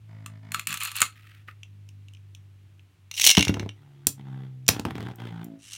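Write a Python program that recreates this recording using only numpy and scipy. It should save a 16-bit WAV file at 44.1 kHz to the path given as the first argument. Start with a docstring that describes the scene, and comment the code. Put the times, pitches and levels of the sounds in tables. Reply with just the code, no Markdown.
"""Two spinning tops in a thin plastic bowl, heard from close above in a small room.
One top hums and grinds alone, its tip shaking the bowl, while the second is clicked onto its launcher.
Fingers rub and tick on the launcher's case, then the toothed ripcord rasps and the launcher's parts rattle.
The second top drops in, bounces and circles with a higher hum; two hard cracks and fainter ones mark top on top.
It skitters in small hops and grinds on the floor of the bowl; at the end the cord is fed back in, tooth by tooth."""
import sys
import numpy as np
from scipy import signal
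from scipy.fft import rfft, irfft, next_fast_len
from scipy.io import wavfile
from scipy.ndimage import uniform_filter1d

SR = 44100
rng = np.random.default_rng(int(sys.argv[2]) if len(sys.argv) > 2 else 0)


def materialize(psi):
    """Save the field psi as 16-bit PCM at rate SR to the path in sys.argv[1].

    A 1-D psi becomes a single channel; in a 2-D psi each row is a channel.
    """
    bounded = np.clip(np.atleast_2d(psi).T, -1, 1)
    quanta = np.round(bounded * 32767).astype(np.int16)
    wavfile.write(sys.argv[1], SR, quanta)


N = 254456
TIME = np.arange(N) / SR

# tone colour of the second tip on the floor of the bowl: pitch_hz [Hz], level_db [dB]
GRIND_COLOUR = [(200, -11.5), (400, 2), (550, -9), (770, -5), (1120, -8.5), (2120, -12), (2790, -16),
                (3500, -16), (5000, -26), (10000, -34), (15000, -36)]
# resonances of the launcher's body: pitch_hz [Hz], width_hz [Hz], level_db [dB]
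LAUNCHER_RINGS = [(2145, 42, 5.4), (2250, 23, 4.9), (2350, 12, 2), (2773, 45, 10), (2990, 290, 6.4),
                  (3900, 77, 2.3), (4300, 80, 5), (5320, 17, 1.7), (5725, 600, 5.7), (6170, 39, 5.1),
                  (6670, 60, 4.1)]
# how a run on the edge of the tip begins and ends
RUN_ATTACK_S, RUN_RELEASE_S = 0.022, 0.24


def amp(db):
    """Turn decibels into a gain."""
    return 10 ** (np.asarray(db) / 20)


def rms_one(x):
    """Scale a sound to unit power."""
    return x / np.sqrt(np.mean(x ** 2) + 1e-20)


def curve(rows):
    """Draw straight lines through a table of (time, value)."""
    rows = np.array(rows)
    return np.interp(TIME, rows[:, 0], rows[:, 1])


def swell(start, length, attack_s, release_s, power=1):
    """Rise, hold to the end of the length, then die away by 60 dB in the release time."""
    rise = np.clip((TIME - start) / attack_s, 0, 1) ** power
    return rise * amp(-60 * np.clip((TIME - start - length) / release_s, 0, 2))


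def strokes(rows, attack_s, release_s, axis=2):
    """Gain through time of strokes (start, length, dB, ...); overlapping strokes add in power."""
    power = sum((amp(row[axis]) * swell(row[0], row[1], attack_s, release_s)) ** 2 for row in rows)
    return np.sqrt(power)


def drift(per_s):
    """Random wandering around zero, with per_s new random points a second joined by lines."""
    return np.interp(TIME * per_s, np.arange(4096), rng.standard_normal(4096))


def coloured(x, colour, rings=(), tilt_db=0):
    """Causal (minimum-phase) filter: a broad colour, resonant peaks and a tilt per octave above 1 kHz."""
    size = 2 * next_fast_len(len(x))
    hz = np.maximum(np.arange(size // 2 + 1) * SR / size, 10)
    points = np.array(colour)
    db = np.interp(np.log(hz), np.log(points[:, 0]), points[:, 1])
    db = db + tilt_db * np.log2(np.maximum(hz / 1000, 1))
    for centre, width, peak_db in rings:
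        db = db + peak_db / (1 + (2 * (hz - centre) / width) ** 2)
    # folding the cepstrum forward in time puts all of the response after its cause
    cepstrum = irfft(db * np.log(10) / 20)
    cepstrum[1:size // 2] *= 2
    cepstrum[size // 2 + 1:] = 0
    return irfft(rfft(x, size) * np.exp(rfft(cepstrum)))[:len(x)]


def varied(rings, spread_db):
    """Every point of contact favours other resonances."""
    return [(hz, width, db + spread_db * rng.standard_normal()) for hz, width, db in rings]


def rubbed(friction, colour, rings, shift_db):
    """Friction through a body whose resonances trade strength as the contact moves."""
    ways = [coloured(friction, colour, varied(rings, shift_db)) for _ in range(3)]
    weights = amp(12 * np.array([drift(25) for _ in ways]))
    blend = sum(rms_one(way) * weight for way, weight in zip(ways, weights))
    return rms_one(blend / weights.sum(axis=0))


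def add(out, s, sound):
    """Mix a sound in at a time."""
    start = int(s * SR)
    out[start:start + len(sound)] += sound[:max(N - start, 0)]


def clicks(rows, colour, rings, crack_s, ring_s, ring_db):
    """Hard contacts: a crack and a ring through the body, each dying by 60 dB in its time."""
    out, t = np.zeros(N), TIME[:4096]
    contact_s = 0.0002
    for s, db, tilt_db in rows:
        decay = amp(-60 * t / crack_s) + amp(ring_db - 60 * t / ring_s)
        burst = rng.standard_normal(len(t)) * decay * (1 - np.exp(-t / contact_s))
        hit = coloured(burst, colour, varied(rings, spread_db=2.5), tilt_db)
        # the level is that of a sine as strong as the loudest 1.5 ms
        loudest = np.sqrt(2 * uniform_filter1d(hit ** 2, size=66).max())
        add(out, s, amp(db) * hit / loudest)
    return out


def room_tone():
    """Faint steady background noise, its level set above the bass."""
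    # tone colour: pitch_hz [Hz], level_db [dB]
    tone_colour = [(25, -1.5), (45, -8), (75, -11.5), (110, -8), (240, -27.5), (300, -20.5), (500, -34.5),
                   (1740, -34.5), (2760, -33), (5000, -42.5), (6050, -43), (15000, -49.5)]
    noise = coloured(rng.standard_normal(N), tone_colour)
    upper = signal.sosfilt(signal.butter(2, 400, "high", fs=SR, output="sos"), noise)
    return amp(-70) * noise / upper.std()


def turns(spin_hz, wander):
    """Angle of a top whose speed wavers."""
    return 2 * np.pi * np.cumsum(spin_hz * (1 + wander * drift(35))) / SR


def hum(angle, loudness, upright_db, runs, flutter_db):
    """The uneven tip shakes the bowl at multiples of the spin; on its edge they swell into a throb a turn."""
    # overtones: multiple_of_spin [count], level_db [dB]
    overtones = [(4, -1.5), (5, -3.5), (6, -12), (7, -14.5), (8, -16), (9, -26), (10, -21.5), (11, -26),
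                 (12, -19)]
    base = amp(curve(loudness))
    third_run = strokes(runs, RUN_ATTACK_S, RUN_RELEASE_S, axis=3)
    buzz_run = strokes(runs, RUN_ATTACK_S, RUN_RELEASE_S, axis=4)
    third = np.hypot(base * amp(upright_db[0]), third_run)
    buzz = np.hypot(base * amp(upright_db[1]), buzz_run)
    low = base * np.sin(2 * angle) + third * np.sin(3 * angle)
    high = sum(amp(db + flutter_db * drift(12)) * np.sin(k * angle) for k, db in overtones)
    return np.sqrt(2) * (low + buzz * high)


def grinding(angle, runs, colour, repeat, throb_db, grain_db):
    """The tip scrapes hardest once each turn; its own roughness repeats, that of the floor does not."""
    # resonances of the bowl's floor: pitch_hz [Hz], width_hz [Hz], level_db [dB]
    floor_rings = [(759, 110, 5), (880, 160, 4.5), (1278, 64, 0.2), (1540, 650, 3.5), (2005, 210, 4.5),
                   (3330, 610, 6)]
    bite = ((1 + np.cos(angle)) / 2) ** 2
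    tip = rng.standard_normal(size=800)  # roughness around the tip
    scratch = np.interp(angle / (2 * np.pi) % 1, np.linspace(0, 1, len(tip)), tip)
    floor_grit = rng.standard_normal(N) * amp(grain_db * drift(600))
    grit = repeat * scratch + (1 - repeat) * floor_grit
    scrape = rubbed(grit * amp(throb_db * bite), colour, floor_rings, shift_db=4.0)
    return strokes(runs, RUN_ATTACK_S, RUN_RELEASE_S) * scrape


def loading(grain_db):
    """Plastic slides and slips over the launcher's catch until the top snaps home."""
    # pushes over the catch: start_s [s], length_s [s], level_db [dB, before the slide's trim]
    pushes = [(0.532, .06, -41.5), (0.671, 0.079, -36.5), (0.798, 0.082, -34), (0.942, 0.083, -33)]
    # clicks of the catch: start_s [s], level_db [dB], brightness [dB per octave]
    catch_clicks = [(.261, -30, -0.5), (.519, -24.5, 1), (.545, -15, -1.5), (.595, -21, -.5),
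                    (.671, -16.5, 2), (.706, -24.5, -0.5), (.727, -22, 0), (.741, -21.5, 1.5),
                    (.773, -25.5, 2), (.806, -25.5, 0), (.834, -20.5, 4), (.851, -21, 3.5),
                    (.916, -29.5, -0.5), (.965, -21.5, 6.5), (1.004, -17.5, 2), (1.017, -4.5, 1),
                    (1.026, -13.5, -4.5)]
    # tone colours of the slide and of the clicks: pitch_hz [Hz], level_db [dB]
    slide_colour = [(400, -40.5), (750, -21), (1120, -6), (1900, -7.5), (2650, -0.5), (3700, -8),
                    (4300, -4), (5100, -15.5), (7000, -14.5), (14000, -20.5), (16000, -25.5)]
    catch_colour = [(410, -46), (700, -27.5), (1140, -4.5), (2100, -3), (2560, 0), (3840, -9.5),
                    (4320, -9.5), (4920, -15.5), (6400, -9), (7010, -6.5), (13700, -13.5), (15000, -10.5),
                    (16000, -27.5)]
    # resonances of the catch: pitch_hz [Hz], width_hz [Hz], level_db [dB]
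    catch_rings = [(1170, 23, 8), (1306, 54, 9), (2630, 310, 4), (3100, 90, -1.5), (3440, 99, 3),
                   (4230, 86, 7), (7080, 260, 6.5), (7900, 87, 5), (8900, 330, 6.5), (11430, 200, 2.5)]
    rub = rng.standard_normal(N) * amp(grain_db * drift(350))
    slide = strokes(pushes, attack_s=0.017, release_s=0.21)
    slide = slide * rubbed(rub, slide_colour, catch_rings, shift_db=2.5)
    slips = []  # three at random moments in each push, louder and brighter than the push
    slip_db, slip_tilt_db = 3.5, 4
    for s, length, db in pushes:
        for when in rng.random(size=3):
            slips.append((s + length * when, db + slip_db, slip_tilt_db))
    snaps = clicks(catch_clicks + slips, catch_colour, catch_rings, crack_s=0.015, ring_s=.06, ring_db=-22)
    return amp(-1.0) * slide + snaps


def hops(jitter_s, spread_db, tilt_spread_db):
    """Small, uneven, fading blows of a skittering tip, as rows like those of the hard blows."""
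    # spells of skittering: start_s [s], length_s [s], first_thump_db [dB]
    skitters = [(3.577, 0.092, -21.5), (4.74, 0.081, -27), (4.953, 0.18, -25)]
    hop_s, fade_db_per_s = .027, 39
    first_tick_db, mean_tilt_db = -30, -2
    rows = []
    for start, length, db in skitters:
        for k, (late, strong, bright) in enumerate(rng.standard_normal(size=(12, 3))):
            since_s = k * hop_s
            if since_s < length:
                change_db = spread_db * strong - fade_db_per_s * since_s
                tilt_db = mean_tilt_db + tilt_spread_db * bright
                rows.append((start + since_s + jitter_s * late, db + change_db, tilt_db,
                             first_tick_db + change_db))
    return rows


def bounces():
    """Hard blows and hops on the bowl tick and set its thin floor booming."""
    # hard blows: start_s [s], thump_db [dB], pitch_tilt [dB per octave], tip_tick_db [dB]
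    hard_blows = [(1.02, -33, -2.5, -25), (3.274, -40.5, -8.5, -25), (3.377, -1.5, 0, -9.5),
                  (3.401, -11, -8, -31), (3.471, -21, -27, -25), (3.494, -6.5, -1.5, -18),
                  (3.543, -21, 4, -30.5), (4.069, -20.5, -1, -22), (4.69, -11.5, -3, -15.5),
                  (4.796, -20, 4, -28), (4.852, -16.5, 5, -19.5), (4.864, -20.5, -4, -32),
                  (4.908, -25, -10.5, -25)]
    # ways the bowl vibrates: pitch_hz [Hz], level_db [dB], time_to_fall_60_db_s [s]
    bowl_modes = [(104, -8, 0.48), (115, -10.5, 0.21), (157, -6.5, 0.13), (191.4, -1, .12),
                  (222, -3.5, 0.12), (262, -1, 0.094), (290, -3.5, 0.22), (385, -9, 0.1), (466, -16, 0.053),
                  (663, -17.5, 0.084), (864, -20.5, 0.069), (950, -20, 0.048)]
    out, t = np.zeros(N), TIME[:12000]
    blows = hard_blows + hops(jitter_s=0.0037, spread_db=0.5, tilt_spread_db=5.5)
    mode_changes_db = rng.normal(0, 2.8, size=(64, len(bowl_modes)))
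    for (s, db, tilt_db, tick_db), changes_db in zip(blows, mode_changes_db):
        boom = 0
        for (hz, mode_db, t60), change_db in zip(bowl_modes, changes_db):
            level = amp(mode_db + change_db + tilt_db * np.log2(hz) - 60 * t / t60)
            boom = boom + level * np.sin(2 * np.pi * hz * t)
        add(out, s, amp(db) * boom / abs(boom).max())
    ticks = [(s, tick_db, 0) for s, db, tilt_db, tick_db in blows]
    return out + clicks(ticks, GRIND_COLOUR, (), crack_s=0.0022, ring_s=0.033, ring_db=-17)


def gripping(grain_db):
    """Skin sticks and slips on the hollow case, which knocks and ticks as it is picked up and aimed."""
    # fingers rubbing: start_s [s], length_s [s], level_db [dB]
    finger_rubs = [(1.15, 0.26, -60), (1.245, 0.08, -56.5), (1.472, 0.019, -52)]
    # soft knocks on the case: start_s [s], level_db [dB], brightness [dB per octave]
    soft_knocks = [(1.316, -48, -3), (1.484, -33, -15), (1.494, -45.5, -15)]
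    # small ticks of the launcher: start_s [s], level_db [dB], brightness [dB per octave]
    small_ticks = [(1.632, -33.5, -1), (1.889, -45, 5.5), (2.084, -44, 0.5), (2.136, -46, 5.5),
                   (2.149, -46.5, -3), (2.17, -51, -2), (2.349, -39.5, 5), (2.794, -49, -8)]
    # tone colours of the case and of the ticks: pitch_hz [Hz], level_db [dB]
    case_colour = [(500, -29.5), (950, -32), (1300, -3.5), (1650, -4.5), (2000, -2), (2600, -0.5),
                   (4300, -13), (7000, -21), (15000, -20)]
    tick_colour = [(600, -43), (1900, -19), (2400, 2), (2950, 6), (3700, -9), (4600, -17), (6100, -6),
                   (8000, -17), (10500, -25.5), (16000, -33)]
    # resonances of the case: pitch_hz [Hz], width_hz [Hz], level_db [dB]
    case_rings = [(1244, 190, 4.4), (1630, 330, 2.9), (1870, 230, 4.2), (3120, 270, 3.2)]
    rub = rng.standard_normal(N) * amp(grain_db * drift(300))
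    rustle = strokes(finger_rubs, attack_s=0.0084, release_s=0.11)
    rustle = rustle * rubbed(rub, case_colour, case_rings, shift_db=2.5)
    knocks = clicks(soft_knocks, case_colour, case_rings, crack_s=0.019, ring_s=0.062, ring_db=-23)
    ticks = clicks(small_ticks, tick_colour, (), crack_s=0.013, ring_s=0.038, ring_db=-24)
    return rustle + knocks + ticks


def ratchet(teeth_per_s, colour, tooth_db, grain_db):
    """Each tooth of the cord flicks the gear and fades by tooth_db before the next."""
    tooth = np.cumsum(teeth_per_s) / SR % 1
    rasp = rng.standard_normal(N) * amp(-tooth_db * tooth + grain_db * drift(300))
    return rms_one(coloured(rasp, colour, LAUNCHER_RINGS))


def launching():
    """The launcher's parts knock while the cord speeds up evenly until it leaves the gear, rasping louder."""
    # launcher parts knocking: start_s [s], level_db [dB], brightness [dB per octave]
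    part_knocks = [(3.113, -27, -3.5), (3.14, -30, -3), (3.178, -22, -3.5), (3.197, -15, -2.5),
                   (3.217, -11.5, .5), (3.241, -7, -1), (3.25, -7.5, 3.5), (3.265, -0.5, 1),
                   (3.272, 0, 1.5), (3.293, -4.5, -5), (3.302, -4.5, -0.5), (3.313, -5, -1.5),
                   (3.35, -14, -4), (3.37, -6.5, -5), (3.381, -7, -3.5), (3.393, -10.5, -4.5),
                   (3.408, -12, -6.5), (3.426, -11, -5), (3.45, -18, -4), (3.481, -16, -6),
                   (3.541, -26.5, -7), (3.596, -25, -9.5), (3.691, -30, -10), (5.733, -27, -1)]
    # tone colour of the launcher: pitch_hz [Hz], level_db [dB]
    launcher_colour = [(240, -48.5), (450, -29), (850, -23.5), (1380, -22.5), (2150, -6.5), (2850, -2),
                       (4100, -3), (4600, -8), (5870, -1.5), (7600, -7.5), (8800, -7), (12000, -13.5),
                       (16000, -14.5)]
    rattle = clicks(part_knocks, launcher_colour, LAUNCHER_RINGS, crack_s=0.017, ring_s=.035, ring_db=-21.0)
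    start_s, end_s, top_teeth_per_s = 3.132, 3.314, 1500
    pull_s = end_s - start_s
    speed = np.clip((TIME - start_s) / pull_s, 0, 1)
    force = swell(start_s, pull_s, pull_s, release_s=0.028, power=1.52)
    rasp = ratchet(top_teeth_per_s * speed, launcher_colour, tooth_db=15, grain_db=5)
    return rattle + amp(-12.5) * force * rasp


def second_turns():
    """Friction slows the second top; every jolt takes more speed and leaves a fading wobble."""
    # collisions: start_s [s], spin_lost_hz [turns per s], added_wobble [share of the speed]
    jolts = [(4.068, 1.0, 0.0024), (4.691, 2.9, .07)]
    settled_spin_hz, sag_hz_per_s, settled_s = 71.6, 6.6, 3.7
    wobble, wobble_fade_s = .006, .5
    spin_hz = settled_spin_hz - sag_hz_per_s * (TIME - settled_s)
    for s, lost_hz, shake in jolts:
        spin_hz = spin_hz - lost_hz * (TIME > s)
        wobble = wobble + shake * (TIME > s) * np.exp(-abs(TIME - s) / wobble_fade_s)
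    return turns(spin_hz, wobble)


def clashing(buzz_db, buzz_s):
    """The rims crack together, and their loose layers buzz briefly after."""
    # top against top: start_s [s], level_db [dB], brightness [dB per octave]
    clash_hits = [(4.069, -4, 2), (4.665, -40, -7), (4.6807, -8, 0), (4.688, -1, -6.5),
                  (4.6905, -7.5, 13.5), (4.796, -26, -3), (5.158, -43, 11), (5.444, -36.5, 12)]
    # tone colour of a clash: pitch_hz [Hz], level_db [dB]
    clash_colour = [(300, -36), (900, -14.5), (2000, -9), (3000, -0.5), (4600, 2), (6500, 4.5), (8000, 1.5),
                    (11000, -1), (15500, -8.5)]
    # resonances of the tops: pitch_hz [Hz], width_hz [Hz], level_db [dB]
    top_rings = [(2585, 200, 7.5), (5370, 200, 7.6), (5796, 320, 7.7), (7200, 270, 11), (8770, 600, 3),
                 (9640, 300, 3.3), (12640, 640, 4.6), (14550, 490, 9.6), (15460, 210, 5)]
    crack = clicks(clash_hits, clash_colour, top_rings, crack_s=0.01, ring_s=0.022, ring_db=-30.0)
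    buzz = clicks(clash_hits, clash_colour, (), crack_s=0.049, ring_s=buzz_s, ring_db=6.5)
    return crack + amp(buzz_db) * buzz


def feeding_cord():
    """The cord is fed back in at an even pace, its teeth pressed ever harder on the gear."""
    # tone colour of the slow teeth: pitch_hz [Hz], level_db [dB]
    feed_colour = [(500, -37), (1200, -11), (2200, -4), (3000, -0.5), (4500, -4), (6000, -1.5), (9000, -1),
                   (12000, -13.5), (16000, -25)]
    start_s, swell_s, teeth_per_s = 5.579, .18, 100
    press = np.clip((TIME - start_s) / swell_s, 0, 1)
    return amp(-43.5) * press * ratchet(np.full(N, teeth_per_s), feed_colour, tooth_db=13, grain_db=3)


def room(x, t60, treble_t60, wet_db, delay_s):
    """Diffuse reflections that build up over delay_s and die sooner in the treble."""
    t, tail = TIME[:SR // 2], 0
    edges_hz = [300, 1500, 4000, 8000, 12000, 18000]
    decays_s = np.linspace(t60, treble_t60, len(edges_hz) - 1)
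    for low, high, decay_s in zip(edges_hz, edges_hz[1:], decays_s):
        band_pass = signal.butter(2, [low, high], "band", fs=SR, output="sos")
        band = signal.sosfilt(band_pass, rng.standard_normal(len(t)))
        tail = tail + band * amp(-60 * t / decay_s)
    tail = tail * np.clip(t / delay_s, 0, 1) ** 2
    return amp(wet_db) * signal.fftconvolve(x, tail / np.linalg.norm(tail))[:N]


def scene():
    """Tops, launcher and bowl in the room; each top's hum is strongest near twice its spin."""
    # hum at twice the spin, before the mix below: start_s [s], level_db [dB]
    first_loudness = [(0, -51), (.15, -43), (.55, -46.5), (.66, -52), (1.15, -54), (1.87, -46), (2.35, -48),
                      (2.84, -53.5), (2.95, -69.5), (3.04, -52.5), (3.3, -59.5), (3.45, -87)]
    second_loudness = [(3.62, -95.5), (3.82, -52.5), (4.14, -47.5), (4.33, -35), (4.6, -41), (4.88, -42),
                       (5.081, -35.5), (5.161, -49), (5.22, -36.5), (5.42, -45), (5.52, -64), (5.77, -62)]
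    # runs on the edge of the tip, before the mix below:
    # start_s [s], length_s [s], grinding_db [dB], third_multiple_db [dB], overtones_db [dB]
    first_runs = [(0.074, .29, -61.5, -55, -61), (0.418, 0.16, -57.5, -53, -62),
                  (0.668, 0.056, -73.5, -47.5, -57.5)]
    second_runs = [(3.5, 0.13, -49, -52, -45), (3.74, .31, -63.5, -75, -75), (4.17, 0.039, -52, -47, -60.5),
                   (4.24, .21, -52, -47.5, -59), (4.69, 0.08, -38.5, -54, -54),
                   (4.848, 0.038, -40, -56, -40.5), (4.94, 0.16, -43, -45, -48.5),
                   (5.173, 0.11, -42, -47.5, -48), (5.3, 0.13, -47, -38.5, -50.5),
                   (5.43, 0.11, -64, -49.5, -44)]
    # tone colour of the first tip on the floor of the bowl: pitch_hz [Hz], level_db [dB]
    first_grind_colour = [(290, -50.5), (500, -28), (549, -31), (635, -3), (1300, -4.5), (1990, -5.5),
                          (3050, -18), (3300, -17.5), (5550, -22.5), (12000, -38), (15600, -68),
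                          (22000, -120)]
    # friction slows the first top steadily
    first_spin_hz, first_sag_hz_per_s = 53.56, 1.85
    first = turns(first_spin_hz - first_sag_hz_per_s * TIME, wander=0.0023)
    second = second_turns()
    # an upright top has only a weak third multiple and weak overtones (dB against its hum)
    first_hum = hum(first, first_loudness, (-17.5, -27.5), first_runs, flutter_db=5.5)
    second_hum = hum(second, second_loudness, (-21, -25), second_runs, flutter_db=6.0)
    hums = first_hum + amp(-1.0) * second_hum
    whirr = grinding(first, first_runs, first_grind_colour, repeat=.75, throb_db=14, grain_db=2)
    scrape = grinding(second, second_runs, GRIND_COLOUR, repeat=.45, throb_db=11, grain_db=4.5)
    launcher = loading(grain_db=4.5) + gripping(grain_db=5) + launching() + feeding_cord()
    clashes = clashing(buzz_db=-23.0, buzz_s=0.15)
    others = whirr + amp(-4) * scrape + launcher + bounces()
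    # the bowl's wall keeps part of a clash out of the room
    echo = room(others + amp(-1.5) * clashes, t60=0.16, treble_t60=0.13, wet_db=-13.5, delay_s=0.0096)
    return (others + clashes + hums + echo + room_tone())[None]


def record(dry):
    """The microphone drops the deep bass, the loudest peaks are rounded and the top is cut."""
    bass_hz, ceiling, cutoff_hz = 66, .9, 17000
    heard = signal.sosfilt(signal.butter(5, bass_hz, "high", fs=SR, output="sos"), dry)
    rounded = ceiling * np.tanh(heard / ceiling)
    return signal.sosfilt(signal.cheby2(16, 70, cutoff_hz, fs=SR, output="sos"), rounded)


dry = scene()
out = record(dry)
materialize(out)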